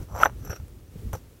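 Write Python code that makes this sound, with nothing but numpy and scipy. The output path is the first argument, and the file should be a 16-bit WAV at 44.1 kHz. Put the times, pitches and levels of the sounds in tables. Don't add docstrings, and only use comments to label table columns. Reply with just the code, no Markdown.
import sys
import numpy as np
from scipy import signal
from scipy.fft import rfft, irfft
from scipy.io import wavfile
from scipy.ndimage import uniform_filter1d, minimum_filter1d

SR = 44100
rng = np.random.default_rng(int(sys.argv[2]) if len(sys.argv) > 2 else 0)


def generate_wav(sig):
    pcm = np.round(np.clip(np.atleast_2d(sig).T, -1, 1) * 32767).astype(np.int16)
    wavfile.write(sys.argv[1], SR, pcm)


N = 61739
TIME = np.arange(N) / SR

# freq_hz, level_db, t60_s
LOOSE_MODES = [(5982, -0.5, .065), (6150, -16, 0.041), (7500, -9, .05), (11810, -4, 0.049),
               (12200, -12, .05), (12800, -17.5, 0.052)]
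NEIGHBOUR_MODES = [(5603, -4.5, .08), (11350, -12, 0.041), (11690, -12, 0.058)]
# freq_hz, level_db
KNOCK_SPECTRUM = [(80, -25.5), (330, -13), (500, -2), (800, 4), (1100, -2), (1550, -3), (2000, -11),
                  (3200, -23), (4300, -45), (7000, -56.5), (16000, -60.5)]


def amp(db):
    return 10 ** (np.asarray(db) / 20)


def unit_rms(x):
    return x / np.sqrt(np.mean(x ** 2) + 1e-20)


def steadied(x, window_samples):
    power = uniform_filter1d(uniform_filter1d(x ** 2, window_samples), window_samples)
    return x / np.sqrt(abs(power) + 1e-12)


def add(mix, start_s, sound):
    part = mix[max(round(start_s * SR), 0):][:len(sound)]
    part += sound[:len(part)]


def curve(rows, column=1):
    columns = np.transpose(rows)
    return np.interp(TIME, columns[0], columns[column])


def spectrum_gain(spectrum, freq_hz):
    hz, db = np.transpose(spectrum)
    return amp(np.interp(np.log(freq_hz + 1), np.log(hz), db))


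def response(spectrum, size=4096):
    log_gain = np.log(spectrum_gain(spectrum, abs(np.fft.fftfreq(size, 1 / SR))))
    impulse = np.fft.ifft(np.exp(signal.hilbert(log_gain).conj())).real[:size // 2]
    return impulse / np.linalg.norm(impulse)


def through(x, impulse):
    return signal.fftconvolve(x, impulse)[:len(x)]


def noise(spectrum):
    gain = spectrum_gain(spectrum, np.fft.rfftfreq(N, 1 / SR))
    return unit_rms(irfft(rfft(rng.standard_normal(N)) * gain, N))


def outdoors():
    # freq_hz, level_db
    wind_spectrum = [(15, -33.5), (30, -16.5), (45, -3), (70, -0.5), (100, -3), (150, -13), (250, -21.5),
                     (400, -25.5), (700, -48.5), (1500, -69)]
    hiss_spectrum = [(40, -10), (300, -1.5), (480, -4.5), (700, -14.5), (1500, -19), (4000, -23),
                     (9000, -24.5), (15000, -23.5), (16000, -23.5)]
    # time_s, level_db
    wind_levels = [(0, -30), (.03, -34.5), (.06, -48.5), (.14, -33.5), (.25, -40), (.4, -37), (.52, -40),
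                   (.57, -54), (.62, -36), (.68, -49), (.73, -44), (.86, -49.5), (.96, -44.5),
                   (1.06, -33.5), (1.15, -37), (1.2, -51), (1.25, -48), (1.4, -57.5)]
    hiss_levels = [(0, -50), (.08, -56), (.4, -54), (.65, -55.5), (.88, -58), (.99, -52), (1.09, -52.5),
                   (1.25, -56), (1.4, -56.5)]
    fade_in = np.minimum(TIME / .005, 1)
    wind = steadied(noise(wind_spectrum), 2000) * amp(curve(wind_levels)) * fade_in
    return wind + noise(hiss_spectrum) * amp(curve(hiss_levels))


def bed():
    # start_s, level_db, decay_s
    crunches = [(0.2326, -37, .003), (.682, -49, 0.00099), (1.1303, -39, .002), (1.1320, -32.5, 0.0021),
                (1.1375, -45, 0.0031), (1.153, -48, .005)]
    # freq_hz, level_db
    crunch_spectrum = [(300, -10), (1500, 3), (4000, -8.5), (9000, -0.5), (13000, -2), (16000, -5)]
    # start_s, level_db, pitch_hz, t60_s
    bumps = [(0.498, -21.5, 99, 0.077), (.598, -28.5, 72, .16), (0.9567, -39, 426.5, 0.042),
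             (0.956, -29.5, 169.3, 0.069), (1.056, -30.5, 211, 0.1), (1.064, -25.5, 78, 0.19),
             (1.1346, -20.5, 88.2, 0.079), (1.1305, -25, 541, 0.036), (1.151, -28.5, 506, 0.041)]
    out, t, sand = np.zeros(N), TIME[:SR // 4], response(crunch_spectrum)
    for start_s, level_db, decay_s in crunches:
        burst = rng.standard_normal(len(t)) * np.exp(-t / decay_s)
        add(out, start_s, amp(level_db) * through(burst, sand))
    attack = 1 - np.exp(-t / 0.0014)
    for start_s, level_db, pitch_hz, t60_s in bumps:
        envelope = amp(level_db - 60 * t / t60_s) * attack
        add(out, start_s, envelope * np.sin(2 * np.pi * pitch_hz * t))
    return out


def ring(modes, tilt_db_per_oct=0):
    t, rise_s = TIME[:SR // 5], .0003
    tones = np.zeros(len(t))
    for freq_hz, level_db, t60_s in modes:
        struck_db = level_db + tilt_db_per_oct * np.log2(freq_hz / modes[0][0]) + rng.normal()
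        tones += amp(struck_db - 60 * t / t60_s) * np.sin(2 * np.pi * (freq_hz * t + rng.random()))
    return (1 - np.exp(-t / rise_s)) * tones


def judder():
    # start_s, level_db, pitch_hz, length_s
    bursts = [(.2333, -2, 1353, 0.0043), (0.2589, -13.5, 1587, .0028), (0.534, -43, 1370, 0.0046),
              (1.152, -35, 880, 0.0049)]
    rise_s, fall_exponent = .0004, 4.3
    overtone_db, overtone_ratio, overtone_s = -16.5, 2.25, .0011
    ring_db, kick_db = -34, -17.5
    out, t, body = np.zeros(N), TIME[:1024], response(KNOCK_SPECTRUM)
    attack = np.minimum(t / rise_s, 1)
    overtone_envelope = t / overtone_s * np.exp(1 - (t / overtone_s) ** 2)
    for start_s, level_db, pitch_hz, length_s in bursts:
        phase = 2 * np.pi * pitch_hz * t
        burst = np.exp(-(t / length_s) ** fall_exponent) * np.sin(phase)
        overtone = amp(overtone_db) * overtone_envelope * np.sin(overtone_ratio * phase)
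        ringing = (ring(LOOSE_MODES) + ring(NEIGHBOUR_MODES, tilt_db_per_oct=8.5)) / 2
        add(out, start_s, -amp(level_db) * attack * (burst + overtone))
        add(out, start_s, amp(level_db + ring_db) * ringing)
        add(out, start_s, -amp(level_db + kick_db) * body / abs(body).max())
    return out


def knocks():
    # start_s, peak_db, contact_ms, loose_ring_db, neighbour_ring_db, tilt_db_per_oct
    contacts = [(.1508, -25, 0.64, -57, -54.5, 11), (.162, -25, 0.27, -51, -61, 8),
                (.172, -28, .3, -56, -60, -11), (.189, -28, 0.081, -42.5, -37.5, 3),
                (.207, -24, .25, -42.5, -54, 5.5), (.214, -18, 0.05, -42.5, -38, -6),
                (.219, -21, 0.083, -52.5, -53, 4), (.2216, -21.5, 0.05, -49.5, -51, -7),
                (.2274, -14.5, 0.047, -51, -36.5, 11), (.2493, -31, 0.32, -28.5, -46, -4.5),
                (.2565, -11, 0.07, -51.5, -54.5, -4), (.2576, -7.5, 0.069, -44, -54.5, -5),
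                (.2637, -16, 0.11, -57, -61, 15.5), (.267, -15.5, 0.12, -54.5, -60.5, -2),
                (.297, -32.5, 0.037, -56, -65, -15), (.449, -39, 0.16, -46.5, -48, 8.5),
                (.475, -36, 0.37, -48, -48, 0), (.497, -32.5, 0.11, -48, -61, 9),
                (.507, -41, .2, -40.5, -33.5, -6), (.515, -40, .06, -42.5, -58, -22),
                (.531, -32.5, 0.043, -61, -40, -3), (.6, -44, 0.26, -66, -74, -2),
                (.877, -58, 0.18, -60, -70, -10), (1.132, -31.5, 0.072, -60.5, -60, 3),
                (1.1376, -24.5, 0.66, -39, -62, 0.5), (1.151, -26.5, 0.87, -55, -66, 0)]
    tail_db, tail_t60_s = -12.5, .04
    out, t, body = np.zeros(N), TIME[:2048], response(KNOCK_SPECTRUM)
    for start_s, peak_db, contact_ms, loose_ring_db, neighbour_ring_db, tilt_db_per_oct in contacts:
        force = np.exp(-t / (contact_ms / 1000))
        clack = through(body, force)
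        scatter = rng.standard_normal(len(t)) * amp(-60 * t / tail_t60_s)
        clack = clack + amp(tail_db) * through(clack, scatter / np.linalg.norm(scatter))
        add(out, start_s, amp(peak_db) * clack / abs(clack).max())
        add(out, start_s, amp(loose_ring_db) * ring(LOOSE_MODES, tilt_db_per_oct))
        add(out, start_s, amp(neighbour_ring_db) * ring(NEIGHBOUR_MODES, tilt_db_per_oct))
    return out


def grains(rate_per_s, spread_db):
    strength = amp(spread_db * np.clip(rng.standard_normal(N), -2, 2)) * rng.choice([-1, 1], N)
    return strength * (rng.random(N) < rate_per_s / SR)


def catches(rate_hz=127, depth_db=3):
    hz = np.fft.rfftfreq(N, 1 / SR)
    band = hz ** 2 * np.exp(-(hz / rate_hz) ** 2)
    swing = unit_rms(irfft(rfft(rng.standard_normal(N)) * band, N))
    return unit_rms(amp(depth_db * np.clip(swing, -2, 2)))


def grit(friction, sand_db, loose_tilt_db_per_oct, neighbour_tilt_db_per_oct):
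    # time_s, power_share
    neighbour_share = [(.05, 0.34), (.19, 0.25), (.25, 0), (.45, .2), (.5, 0.7), (.538, 1), (.572, 0.5)]
    # freq_hz, level_db
    sand_spectrum = [(1000, -10), (4000, 0.5), (7000, 2.5), (9500, -7.5), (13000, -3.5), (16000, -5)]
    rings = ring(LOOSE_MODES, loose_tilt_db_per_oct), ring(NEIGHBOUR_MODES, neighbour_tilt_db_per_oct)
    loose, neighbour = (steadied(through(friction * grains(rate_per_s=500, spread_db=7), tone), 700)
                        for tone in rings)
    share = np.clip(curve(neighbour_share), 0, 1)
    sand = amp(sand_db) * friction * noise(sand_spectrum)
    return np.sqrt(1 - share) * loose + np.sqrt(share) * neighbour + sand


def grind(friction, spectrum):
    # time_s, treble_db
    pressure = [(.1, -10), (.155, -36), (.19, 1.5), (.225, 3.5), (.27, 0), (.45, 1)]
    crossover_hz = 1500
    slips = grains(rate_per_s=1400, spread_db=3.5)
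    shaking = friction * steadied(through(slips, response(spectrum)), 500)
    low = signal.sosfiltfilt(signal.butter(2, crossover_hz, fs=SR, output="sos"), shaking)
    return low + (shaking - low) * amp(curve(pressure))


def scrape(stroke, spectrum, sand_db, tilts_db_per_oct):
    friction = catches()
    grinding = grind(friction, spectrum) * amp(curve(stroke))
    gritty = grit(friction, sand_db, *tilts_db_per_oct) * amp(curve(stroke, column=2))
    moving = (TIME >= stroke[0][0]) & (TIME <= stroke[-1][0])
    return (grinding + gritty) * moving


def scrapes():
    # time_s, grind_db, grit_db
    shove = [(0, -56, -77), (.028, -54, -55.5), (.06, -80, -99), (.095, -52, -64), (.142, -43.5, -58.5),
             (.153, -34.5, -51.5), (.176, -35, -49), (.198, -35.5, -49), (.215, -29.5, -40),
             (.232, -30, -37.5), (.243, -33, -43.5), (.254, -30.5, -45), (.266, -29, -49),
             (.28, -44.5, -61), (.31, -56, -78), (.35, -67.5, -82)]
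    slide = [(.37, -77, -69.5), (.42, -60.5, -65), (.452, -50, -55), (.474, -46.5, -54), (.486, -56, -63),
             (.505, -36.5, -48.5), (.518, -44.5, -48), (.532, -35.5, -50), (.549, -53, -55.5),
             (.566, -46.5, -46.5), (.586, -63.5, -69.5), (.63, -67, -79.5)]
    settle = [(1.129, -43, -70.5), (1.135, -43.5, -57.5), (1.145, -42.5, -63), (1.154, -40.5, -49.5),
              (1.162, -58, -59), (1.172, -52.5, -61), (1.19, -74, -66)]
    # freq_hz, level_db
    hard_spectrum = [(100, -22.5), (300, -14), (550, -1), (900, -4), (1400, -4), (1900, -17.5), (3000, -22),
                     (4200, -42.5), (7000, -51.5), (16000, -60.5)]
    light_spectrum = [(100, -23.5), (250, -12), (420, 7), (750, -2.5), (1020, -21.5), (1330, 4.5),
                      (1600, -4), (1950, -15), (2600, -11), (3400, -26), (7000, -38.5), (16000, -45)]
    return (scrape(shove, hard_spectrum, sand_db=-6, tilts_db_per_oct=(-3, 5))
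            + scrape(slide, light_spectrum, sand_db=-9, tilts_db_per_oct=(2, -5))
            + scrape(settle, hard_spectrum, sand_db=1.5, tilts_db_per_oct=(4, -1.5)))


def scene():
    return (scrapes() + knocks() + judder() + bed() + outdoors())[None]


def record(dry):
    ceiling, cutoff_hz = .93, 15950
    held_peak = -minimum_filter1d(-abs(dry), 200)
    limited = dry / np.maximum(uniform_filter1d(held_peak, 100) / ceiling, 1)
    lowpass = signal.firwin(511, cutoff_hz, window=("kaiser", 9), fs=SR)
    return signal.oaconvolve(limited, lowpass[None], "same")


dry = scene()
out = record(dry)
generate_wav(out)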